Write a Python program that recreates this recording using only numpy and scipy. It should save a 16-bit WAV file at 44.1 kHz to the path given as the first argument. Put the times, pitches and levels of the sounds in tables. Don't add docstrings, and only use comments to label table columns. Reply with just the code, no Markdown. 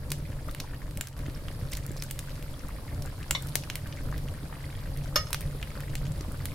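import sys
import numpy as np
from scipy import signal
from scipy.fft import rfft, irfft
from scipy.io import wavfile
from scipy.ndimage import uniform_filter1d

SR = 44100
rng = np.random.default_rng(int(sys.argv[2]) if len(sys.argv) > 2 else 0)


def wrap_up_sound(samples):
    columns = np.atleast_2d(samples).T
    tamed = np.clip(columns, -1, 1)
    steps = np.round(tamed * 32767).astype(np.int16)
    wavfile.write(sys.argv[1], SR, steps)


N = 288414

# time in seconds, bubbling gain in dB, sizzle gain in dB.
HEAT = [(0.0, -53.5, -57.5), (0.45, -52, -55.5), (0.7, -52, -56.5), (1.15, -53.5, -56.5),
        (1.22, -52, -59.5), (1.6, -54.5, -57), (1.9, -53, -59.5), (2.3, -55, -56), (2.6, -52, -58.5),
        (3.25, -51.5, -57.5), (3.5, -52.5, -54.5), (3.85, -52, -58), (4.65, -51, -57.5), (5.55, -53.5, -57),
        (5.8, -49.0, -56.5), (6.05, -54.5, -58), (6.54, -52, -55.5)]
def simmer(level_db=-3.6, low_hz=430, high_hz=2100, spread_db=1.8, db_per_octave=2.0, count=800):
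    out = np.zeros((2, N))
    for k, (when, pitch, size) in enumerate(rng.random((count, 3))):
        hz = low_hz * (high_hz / low_hz) ** pitch
        db = spread_db * min(-np.log(size), 2.5) + db_per_octave * np.log2(hz / low_hz)
        burst = splutter(hz, ring_s=0.00081, flecks_db=-8, echo_db=-0.5)
        add(out, (k + when) * N / SR / count, amp(db) * burst)
    return amp(level_db) * follow(HEAT, column=1) * evened(out)


# start in seconds, relative level in dB, pitch in Hz.
PLOPS = [(0.328, -39, 1730), (0.486, -30, 1210), (0.494, -39, 3500), (0.578, -42, 2140), (0.643, -34, 940),
         (0.735, -30.5, 1510), (0.818, -36.5, 1980), (0.88, -38.5, 880), (1.349, -40.5, 5150),
         (1.85, -47, 2370), (1.976, -49, 2950), (2.0, -37, 5100), (2.285, -41, 1560), (2.54, -42, 3300),
         (2.593, -43.5, 5500), (2.636, -43, 1370), (2.691, -32.5, 1230), (2.708, -41.5, 2020),
         (2.775, -48, 1810), (2.89, -42, 1920), (3.053, -35, 1370), (3.068, -40, 1580),
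         (3.211, -36.5, 1540), (3.624, -40, 3400), (3.859, -35.5, 1580), (3.909, -45, 1750),
         (3.973, -40, 2150), (4.126, -28, 1230), (4.143, -34, 1630), (4.174, -49, 5430), (4.461, -41, 1550),
         (4.526, -29.5, 910), (4.642, -36, 1950), (4.702, -39, 2480), (4.751, -41, 3200),
         (4.859, -37.5, 1500), (5.058, -37, 1550), (5.305, -34, 980), (5.704, -38.5, 2120),
         (5.754, -36, 1360), (5.775, -37, 1490), (5.835, -38, 1680), (6.248, -36, 890), (6.344, -36, 1380),
         (6.403, -38, 2070), (6.518, -36.5, 2230)]
def plops(level_db=1):
    out = np.zeros((2, N))
    for s, db, hz in PLOPS:
        add(out, s, amp(db + level_db) * splutter(hz, ring_s=0.0012, flecks_db=-11, echo_db=-2))
    return out


# start in seconds, level in dB, pitch in Hz.
GLUGS = [(0.114, -27.5, 280), (0.965, -24.5, 134), (1.283, -26.5, 262), (1.422, -36, 330),
         (1.503, -34, 540), (1.592, -35, 600), (1.624, -21.5, 110), (1.89, -22, 121), (1.907, -29, 318),
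         (1.962, -32, 478), (2.392, -34, 280), (4.074, -30.5, 216), (4.435, -31, 280), (5.549, -30, 292),
         (6.209, -29, 287)]
def glugs():
    out = np.zeros((2, N))
    for s, db, hz in GLUGS:
        add(out, s, -amp(db) * bubble(hz, cycles=0.78, rise=0.095, samples=2400))
    return out


def splutter(hz, ring_s, flecks_db, echo_db, smear_s=0.01, climb=0.54, scatter=0.404, count=7):
    out = np.zeros((1, SR // 12))
    cycles = hz * ring_s
    add(out, 0, bubble(hz, cycles, rise=0.016))
    for wait, detune in zip(rng.exponential(1, count), rng.standard_normal(count)):
        octaves = climb * min(wait, 1.5) + scatter * detune
        fleck = bubble(np.clip(hz * 2 ** octaves, 400, 7000), cycles, rise=0.1)
        add(out, wait * smear_s, amp(flecks_db - 2.5 * wait) * fleck)
    return wok_echo(out[0], echo_db, t60=0.015, shared=0.56)


def bubble(hz, cycles, rise, samples=700):
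    age = np.arange(samples) / SR * hz / cycles
    turns = cycles * (age + rise * (age - 1 + np.exp(-age)))
    return np.sin(2 * np.pi * turns) * np.exp(-age) * (1 - np.exp(-5 * age))


# start in seconds, snap at 5 kHz in dB, then body (2 kHz),
# cavity ring (7 kHz) and fizz (11 kHz) in dB over the snap, and left microphone over right in dB.
SPITS = [(0.1043, -11.5, -7, -0.5, -2, -1.0), (0.1187, -2, 0.5, 0.5, 0, 0), (0.4834, -34, 4, -4.0, 10, 4.0),
         (0.512, -18.5, -3, -11, 2.5, 0.0), (0.5485, -17.5, 10.5, -2, 3.0, -0.5),
         (0.6017, -3.5, -3, -7, -8.0, -1.5), (0.9105, -26, 8, 2.0, 0.0, -3.5),
         (0.9736, -17.5, 6, 4.5, 6, 0.0), (1.0107, -8, 7.5, 10.5, 2.5, -0.5),
         (1.0717, -14, -2, 0, -2, -1.0), (1.0854, -28, 4, 7.0, 6, -1.0), (1.1919, -28, 5.0, 1.0, 2, 0.0),
         (1.2986, -26, 7, -7, -11, 0.0), (1.484, -20.5, 10.0, -11, -12, -1),
         (1.7339, -11.5, -2.0, -4, 0.0, -2.0), (1.7516, -12, -6, -9, -10.5, -1.5),
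         (1.7709, -14.5, -3, 0.0, 2.0, 1), (1.8648, -22.5, -8, 7, 6.5, -1.0),
         (1.9169, -30.5, -2, 14.5, 8.0, 0.5), (1.9668, -20.0, -10, -2.0, -4.5, 0.0),
         (2.0233, -7, -2, -5.0, -7.5, 0), (2.037, -23, -15, 9, 9, 2), (2.1017, -31, 12, 4.5, -1.0, 0),
         (2.1109, -14.5, 4, 6, 7, -0.5), (2.1912, -13, 3, 5, 1.5, 0.0), (2.4263, -23, 6, -1.0, -2, 0),
         (2.685, -28, -2, 0.0, 5, 0.5), (3.0226, -14.5, -10, -9, -5, -3.5), (3.06, -26.5, -4, 15, 4, 1.0),
         (3.2297, -22.0, 8, -4.5, -11.5, 0.0), (3.3097, -3, 7.5, 14, 3.5, -1),
         (3.424, -25.5, -2, 12.0, 8.5, -1.0), (3.4712, -25, 0, 2, 7, -2.0), (3.4864, -18.5, -9, -8, -4, 0),
         (3.5554, 3, -2, -2.5, -2, 4.5), (3.637, -19.5, 4.5, -1.5, -10.0, 0.5),
         (3.7004, -8.5, 8.0, -3.5, -10.5, -2), (3.7558, -12, 6.5, -1, 4.5, -0.5),
         (3.8734, -28, 7.0, 1, 4, -0.5), (3.9259, -20, 5.5, -21, -17.0, -0.5),
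         (4.1795, -20, 0, -9, -0.5, -4), (4.9732, -23.5, 0, -9, 4, -2), (5.2876, -29, 4, -8, 1, 1.5),
         (5.3063, -24, 1.5, -3.0, 6.5, 0.0), (5.3301, -2, 1.5, -2, -1.5, 0.0),
         (5.3454, -5.5, 5, -12, -4.5, -0.5), (5.4085, -20.5, 3, 1, 7.5, 0),
         (5.4162, -26, 10, -3.5, 7, -0.5), (5.6279, -19.5, 15.5, -2.0, -5, -1),
         (5.8052, -23, 7, 0.0, 2, -1.5), (5.9541, -12, 4.5, 5, -2.5, 0),
         (6.1197, -22.5, -5.5, 4, -3.5, 0.5), (6.2095, -14.5, -5.5, -7.0, -11, -1.5),
         (6.3206, -30.5, -2, 9, 9, 2.5), (6.4558, -13, 5.5, 0, 5.0, -1)]
def spits(faint_per_s=7, faint_db=-27.5):
    out = np.zeros((3, N))
    for s, db, body_db, ring_db, fizz_db, pan_db in SPITS:
        pan = amp(np.outer([1, -1, 0], pan_db / 2))
        add(out, s, pan * spit(db, body_db, ring_db, fizz_db))
    for when in rng.random(round(faint_per_s * N / SR)):
        strength, body, fizz = rng.standard_normal(3)
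        faint = spit(faint_db + 1.8 * strength, body_db=6 * body, ring_db=2, fizz_db=-16 + 6 * fizz)
        add(out, when * N / SR, faint)
    return out


def spit(db, body_db, ring_db, fizz_db, recoil=0.49, recoil_hz=6000, samples=1024):
    bass_db = -13 + body_db / 2 + 0.56 * max(db + 18.5, 0)
    spectrum = [(100, bass_db - 4), (800, bass_db), (1700, body_db - 0.7), (3100, body_db + 0.49),
                (4500, 0), (6100, 0), (7300, ring_db - 0.7),
                (9000, fizz_db), (12500, fizz_db - 0.8), (16000, fizz_db - 4)]
    log_gain = np.log(amp(at_hz(spectrum, abs(np.fft.fftfreq(samples, 1 / SR)))))
    pulse = np.fft.ifft(np.exp(np.conj(signal.hilbert(log_gain)))).real[:samples // 2]
    poles = np.array([1, -2 * recoil * np.cos(2 * np.pi * recoil_hz / SR), recoil ** 2])
    pulse = signal.lfilter(poles[::-1], poles, pulse)
    near = wok_echo(stutter(pulse), echo_db=-7, t60=0.036)
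    to_room = np.pad(pulse, (0, near.shape[1] - len(pulse)))
    return amp(db) * np.vstack([near, to_room])


def stutter(pulse, after_db=-9, span_s=0.003, snap_s=0.00018, count=4):
    t = np.arange(SR // 100) / SR
    train = np.zeros((1, len(t)))
    train[0, 0] = 1
    for wait in rng.random(count):
        snap = rng.standard_normal(len(t)) * np.exp(-t / snap_s)
        add(train, span_s * (0.08 + wait ** 2), amp(after_db - 1.3 * wait) * snap / np.linalg.norm(snap))
    return np.convolve(pulse, train[0] / np.linalg.norm(train))


# frequency in Hz, relative level in dB.
SIZZLE_SPECTRUM = [(400, -1), (1000, 6.5), (2000, 3.5), (2700, 1.5), (4800, 4), (6200, -3), (8200, -1),
                   (10000, 2), (12000, 0), (13500, -2.5), (15700, -9)]
def sizzle(wash_db=-4, beads_db=-9.5, spread_db=3.5, ring_s=0.0003, count=5000):
    colour = amp(at_hz(SIZZLE_SPECTRUM, np.fft.rfftfreq(N, 1 / SR)))
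    beads = np.zeros((2, N))
    for when, pitch, size, side, length in rng.random((count, 5)):
        hz = 2000 + 13000 * pitch
        cycles = hz * ring_s * (0.39 + 1.5 * length)
        tick = amp(spread_db * min(-np.log(size), 4)) * bubble(hz, cycles, rise=0.03)
        add(beads, when * N / SR, np.outer([side < 0.5, side >= 0.5], tick))
    wash = patchy(at_mics(rng.standard_normal((2, N)), colour), depth_db=1.6)
    return follow(HEAT, column=2) * (amp(wash_db) * wash + amp(beads_db) * at_mics(beads, colour))


def patchy(x, depth_db, cells=12):
    bands = signal.stft(x, nperseg=256, noverlap=192)[2]
    patches = rng.standard_normal(bands.shape[1:])
    for axis in (0, 1):
        patches = uniform_filter1d(patches, cells, axis=axis)
    bands *= amp(depth_db * evened(patches))
    return evened(signal.istft(bands, nperseg=256, noverlap=192)[1][:, :N])


# start in seconds, rms level in dB, length in seconds, centre pitch in Hz.
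SQUIRTS = [(0.599, -47, .007, 4280), (1.715, -44.5, 0.012, 8350), (1.727, -41.5, 0.0095, 3600),
           (1.766, -53, 0.013, 7750), (1.887, -59, 0.0089, 7000), (1.932, -60, 0.0073, 7700),
           (1.972, -47.5, 0.0081, 5330)]
def squirts(spread_octaves=0.5, count=36):
    out = np.zeros((2, N))
    for s, db, length_s, centre_hz in SQUIRTS:
        swarm = np.zeros((1, SR // 16))
        for when, detune, size in zip(rng.random(count), *rng.standard_normal((2, count))):
            hz = np.clip(centre_hz * 2 ** (spread_octaves * detune), 1000, 15500)
            add(swarm, length_s * when ** 1.5, size * bubble(hz, cycles=1.9, rise=0.022))
        sound = wok_echo(swarm[0], echo_db=-4, t60=0.049)
        add(out, s, amp(db) * np.sqrt(length_s * SR / sound.shape[1]) * evened(sound))
    return out


# start in seconds, level in dB, upper edge of the contact in Hz.
PLATE_KNOCKS = [(3.3500, -30, 7040), (3.3532, -33, 6500)]
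BLADE_CLINKS = [(5.1584, -20.5, 14100), (5.1641, -31, 13000), (5.2690, -45.5, 9500)]
# frequency in Hz, relative level in dB, t60 in seconds before damping.
PLATE_MODES = [(585, -15, 0.2), (818, -14, .11), (1009, -2, 0.09), (2036, -7, 0.08), (2120, -5, 0.13),
               (2200, -9, 0.19), (2960, -12, 0.13), (3339, -8, 0.06), (3537, -4, .11), (3642, 0, 0.09),
               (3974, -4, .08), (4258, -14, 0.16), (4500, -15, .14), (5500, -12, 0.1), (5585, -9, 0.1),
               (6019, -9, 0.08)]
BLADE_MODES = [(520, -16, .2), (586, -9, 0.17), (650, -15, 0.04), (1010, -14, .1), (1130, -6, 0.035),
               (1219, -13, 0.06), (1253, -8, 0.26), (1290, -14, .11), (1370, -6, .035), (1468, -9, 0.05),
               (1612, -13, .05), (1812, -15, 0.17), (1862, -15.5, 0.26), (2151, -13, 0.11),
               (2208, -13, 0.19), (2470, -13, .06), (2876, -9, 0.16), (3080, -16, 0.14), (3390, -14, 0.14),
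               (3564, -15, .12), (4262, -14, 0.13), (4338, -15, 0.18), (4635, -15, 0.11), (5028, -10, .1),
               (5276, -1.5, 0.15), (5312, -5, 0.06), (5911, -14, .1), (6137, -12, .1), (6252, -10, 0.12),
               (6590, -11, 0.11), (8600, -18, 0.11), (11020, -19, 0.12), (11400, -11, .07),
               (11540, -10, 0.08), (12960, -19, .07), (13680, -14, .08), (14500, -12, .08)]
def spatula():
    knock = struck(PLATE_KNOCKS, PLATE_MODES, rasp_db=-4, rasp_t60=0.05,
                   damping=1.3, blur_hz=30, width=1.0)
    clink = struck(BLADE_CLINKS, BLADE_MODES, rasp_db=-2.5, rasp_t60=0.068,
                   damping=1.37, blur_hz=18, width=0.78)
    return knock + clink * amp([[-0.5], [0.5]])


def struck(blows, modes, rasp_db, rasp_t60, damping, blur_hz, width):
    out, t = np.zeros((2, N)), np.arange(SR // 2) / SR
    for s, db, edge_hz in blows:
        band = signal.butter(2, [700, np.clip(edge_hz / 2, 1000, 15000)], "band", fs=SR)
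        sound = amp(rasp_db - 60 * t / rasp_t60) * signal.lfilter(*band, rng.standard_normal((2, len(t))))
        for hz, mode_db, t60 in modes:
            drift = np.cumsum(rng.standard_normal(len(t))) * np.sqrt(2 * np.pi * blur_hz / SR)
            phase = rng.uniform(0, 2 * np.pi) + width * rng.uniform(-1.2, 1) * np.array([[1], [-1]])
            envelope = amp(mode_db - 60 * t * damping / t60) / np.hypot(1, (hz / edge_hz) ** 2)
            sound += envelope * np.sin(2 * np.pi * hz * t + phase + drift)
        add(out, s, amp(db) * sound * (1 - np.exp(-t / 0.00015)))
    return out


# frequency in Hz, relative level in dB.
ROAR_SPECTRUM = [(8, -2), (18, 2), (35, 0), (55, -1.5), (72, -6), (115, -6.5), (170, -12), (210, -17),
                 (300, -20.5), (375, -26), (560, -21), (750, -34.5), (1600, -40.5), (5000, -51.5)]
# centre in Hz, half-width in Hz, relative level in dB.
HOLLOWS = [(88.4, 8.4, -1.5), (288, 36, -17.5), (510, 28, -29), (591, 23, -23.5)]
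# time in seconds, gain in dB.
FLAME_SWELL = [(0, -33.5), (0.33, -32.5), (0.86, -35), (0.98, -33), (1.08, -43), (1.22, -33.5),
               (1.5, -37.5), (1.65, -35.5), (1.95, -36), (2.1, -38), (2.86, -36), (3.0, -31.5),
               (3.12, -37.5), (3.4, -36.5), (3.85, -36.5), (4.08, -32.5), (4.42, -35.5), (4.53, -38),
               (4.82, -36), (5.15, -34), (5.32, -37.5), (5.45, -33.5), (5.65, -36), (6.1, -33.5),
               (6.53, -33.5)]
def burner(level_db=-3, flutter_db=1.76):
    hz = np.fft.rfftfreq(N, 1 / SR)
    power = amp(at_hz(ROAR_SPECTRUM, hz)) ** 2
    for centre_hz, width_hz, db in HOLLOWS:
        power += (amp(db) / (1 + ((hz - centre_hz) / width_hz) ** 2)) ** 2
    strength = follow(FLAME_SWELL, column=1) * amp(level_db + flutter_db * flutter())
    return strength * at_mics(rng.standard_normal((2, N)), np.sqrt(power))


def flutter(low_hz=7, high_hz=21.3, count=24, hop=64):
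    t = np.arange(0, N + hop, hop) / SR
    rates = np.geomspace(low_hz, high_hz, count)
    waver = sum(np.sin(2 * np.pi * (hz * t + rng.random())) / np.sqrt(hz) for hz in rates)
    return evened(np.interp(np.arange(N) / SR, t, waver))


# time in seconds, gain in dB.
BOOM_SURGES = [(0, -40.5), (0.17, -36), (0.4, -46), (0.97, -43), (1.08, -48), (1.26, -44), (1.44, -37.5),
               (1.56, -46.5), (2.33, -44), (2.55, -47.5), (2.86, -49.5), (3.0, -36.5), (3.18, -52.5),
               (3.35, -41), (3.85, -46), (4.1, -41), (4.5, -45.5), (5.0, -41), (5.32, -45.5), (5.45, -41),
               (5.6, -44), (5.88, -44), (6.1, -32.5), (6.28, -50), (6.45, -41.5)]
def boom(level_db=-1, centre_hz=139.5, width_hz=10.3, steadiness=0.15):
    hz = np.fft.rfftfreq(N, 1 / SR)
    note = at_mics(rng.standard_normal((2, N)), 1 / (1 + ((hz - centre_hz) / width_hz) ** 2))
    power = uniform_filter1d(np.mean(note ** 2, 0), 6000) + 1e-6
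    return amp(level_db) * follow(BOOM_SURGES, column=1) * evened(note / power ** (steadiness / 2))


def wok_echo(sound, echo_db, t60, shared=0.41):
    t = np.arange(700) / SR
    both, left, right = rng.standard_normal((3, len(t))) * amp(-60 * t / t60) * (t > 0.0002)
    paths = shared * both + np.array([left, right])
    paths *= amp(echo_db) / np.linalg.norm(paths, axis=1, keepdims=True)
    paths[:, 0] = 1
    return signal.fftconvolve(sound[None], paths, axes=1)


# frequency in Hz, t60 in seconds.
KITCHEN_DECAY = [(250, 0.12), (1500, 0.14), (5000, 0.26), (10000, 0.19), (16000, 0.13)]
def kitchen(x, build_s=0.012):
    hz, t, bands = signal.stft(rng.standard_normal((2, SR // 2)), SR, nperseg=256)
    decay = amp(-60 * t / at_hz(KITCHEN_DECAY, hz)[:, None])
    tail = signal.istft(bands * decay, SR, nperseg=256)[1]
    tail *= np.clip(np.arange(tail.shape[1]) / SR / build_s, 0, 1) ** 2
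    return signal.fftconvolve(x, tail / np.linalg.norm(tail[0]), axes=1)[:, :N]


# frequency in Hz, likeness from 0 to 1.
MIC_LIKENESS = [(30, 0.99), (200, 0.96), (640, 0.97), (1400, 0), (3000, 0.04), (8000, 0.26), (15000, 0.8)]
def at_mics(pair, colour):
    a, b = rfft(pair)
    likeness = at_hz(MIC_LIKENESS, np.fft.rfftfreq(N, 1 / SR))
    mid, side = a * np.sqrt(1 + likeness), b * np.sqrt(1 - likeness)
    return evened(irfft(np.array([mid + side, mid - side]) * colour, N))


def amp(db):
    return 10 ** (np.asarray(db) / 20)


def evened(x):
    return x / np.sqrt(np.mean(x ** 2) + 1e-20)


def at_hz(rows, hz):
    row_hz, value = np.transpose(rows)
    return np.interp(np.log(hz + 1), np.log(row_hz + 1), value)


def follow(rows, column):
    rows = np.array(rows)
    return amp(np.interp(np.arange(N) / SR, rows[:, 0], rows[:, column]))


def add(mix, s, sound):
    part = mix[:, max(round(s * SR), 0):][:, :sound.shape[-1]]
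    part += sound[..., :part.shape[1]]


# time in seconds, overall gain in dB, extra gain of the sizzle in dB.
LULL = [(1.06, 0, 4), (1.095, 0.5, 0), (1.155, -1, -2), (1.175, 2.5, 5)]
def scene():
    sauce = simmer() + plops() + glugs()
    oil, oil_to_room = np.split(spits(), [2])
    steam = sizzle() * follow(LULL, column=2) + squirts()
    knocks = spatula()
    flame = burner() + boom()
    room = kitchen(amp(-11) * sauce + amp(-11.5) * oil_to_room + amp(-13.5) * knocks)
    return (sauce + oil + steam + knocks + flame + room) * follow(LULL, column=1)


# frequency in Hz, left over right in dB.
MIC_BALANCE = [(30, 0.5), (80, -0.1), (170, -0.5), (700, 2), (1400, 0.5), (2800, 1), (4800, -2),
               (9000, 1.5), (15000, -4.5)]
def record(dry, left_lead_s=1.5e-5, low_hz=10, high_hz=16000):
    hz = np.fft.rfftfreq(N, 1 / SR)
    lean = amp(at_hz(MIC_BALANCE, hz) / 2) * np.exp(1j * np.pi * hz * left_lead_s)
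    pair = irfft(rfft(dry) * np.array([lean, 1 / lean]), N)
    pair = signal.lfilter(*signal.butter(1, low_hz, "high", fs=SR), pair)
    lowpass = signal.firwin(255, high_hz, window=("kaiser", 9), fs=SR)
    return signal.oaconvolve(pair, lowpass[None], "same")


dry = scene()
out = record(dry)
wrap_up_sound(out)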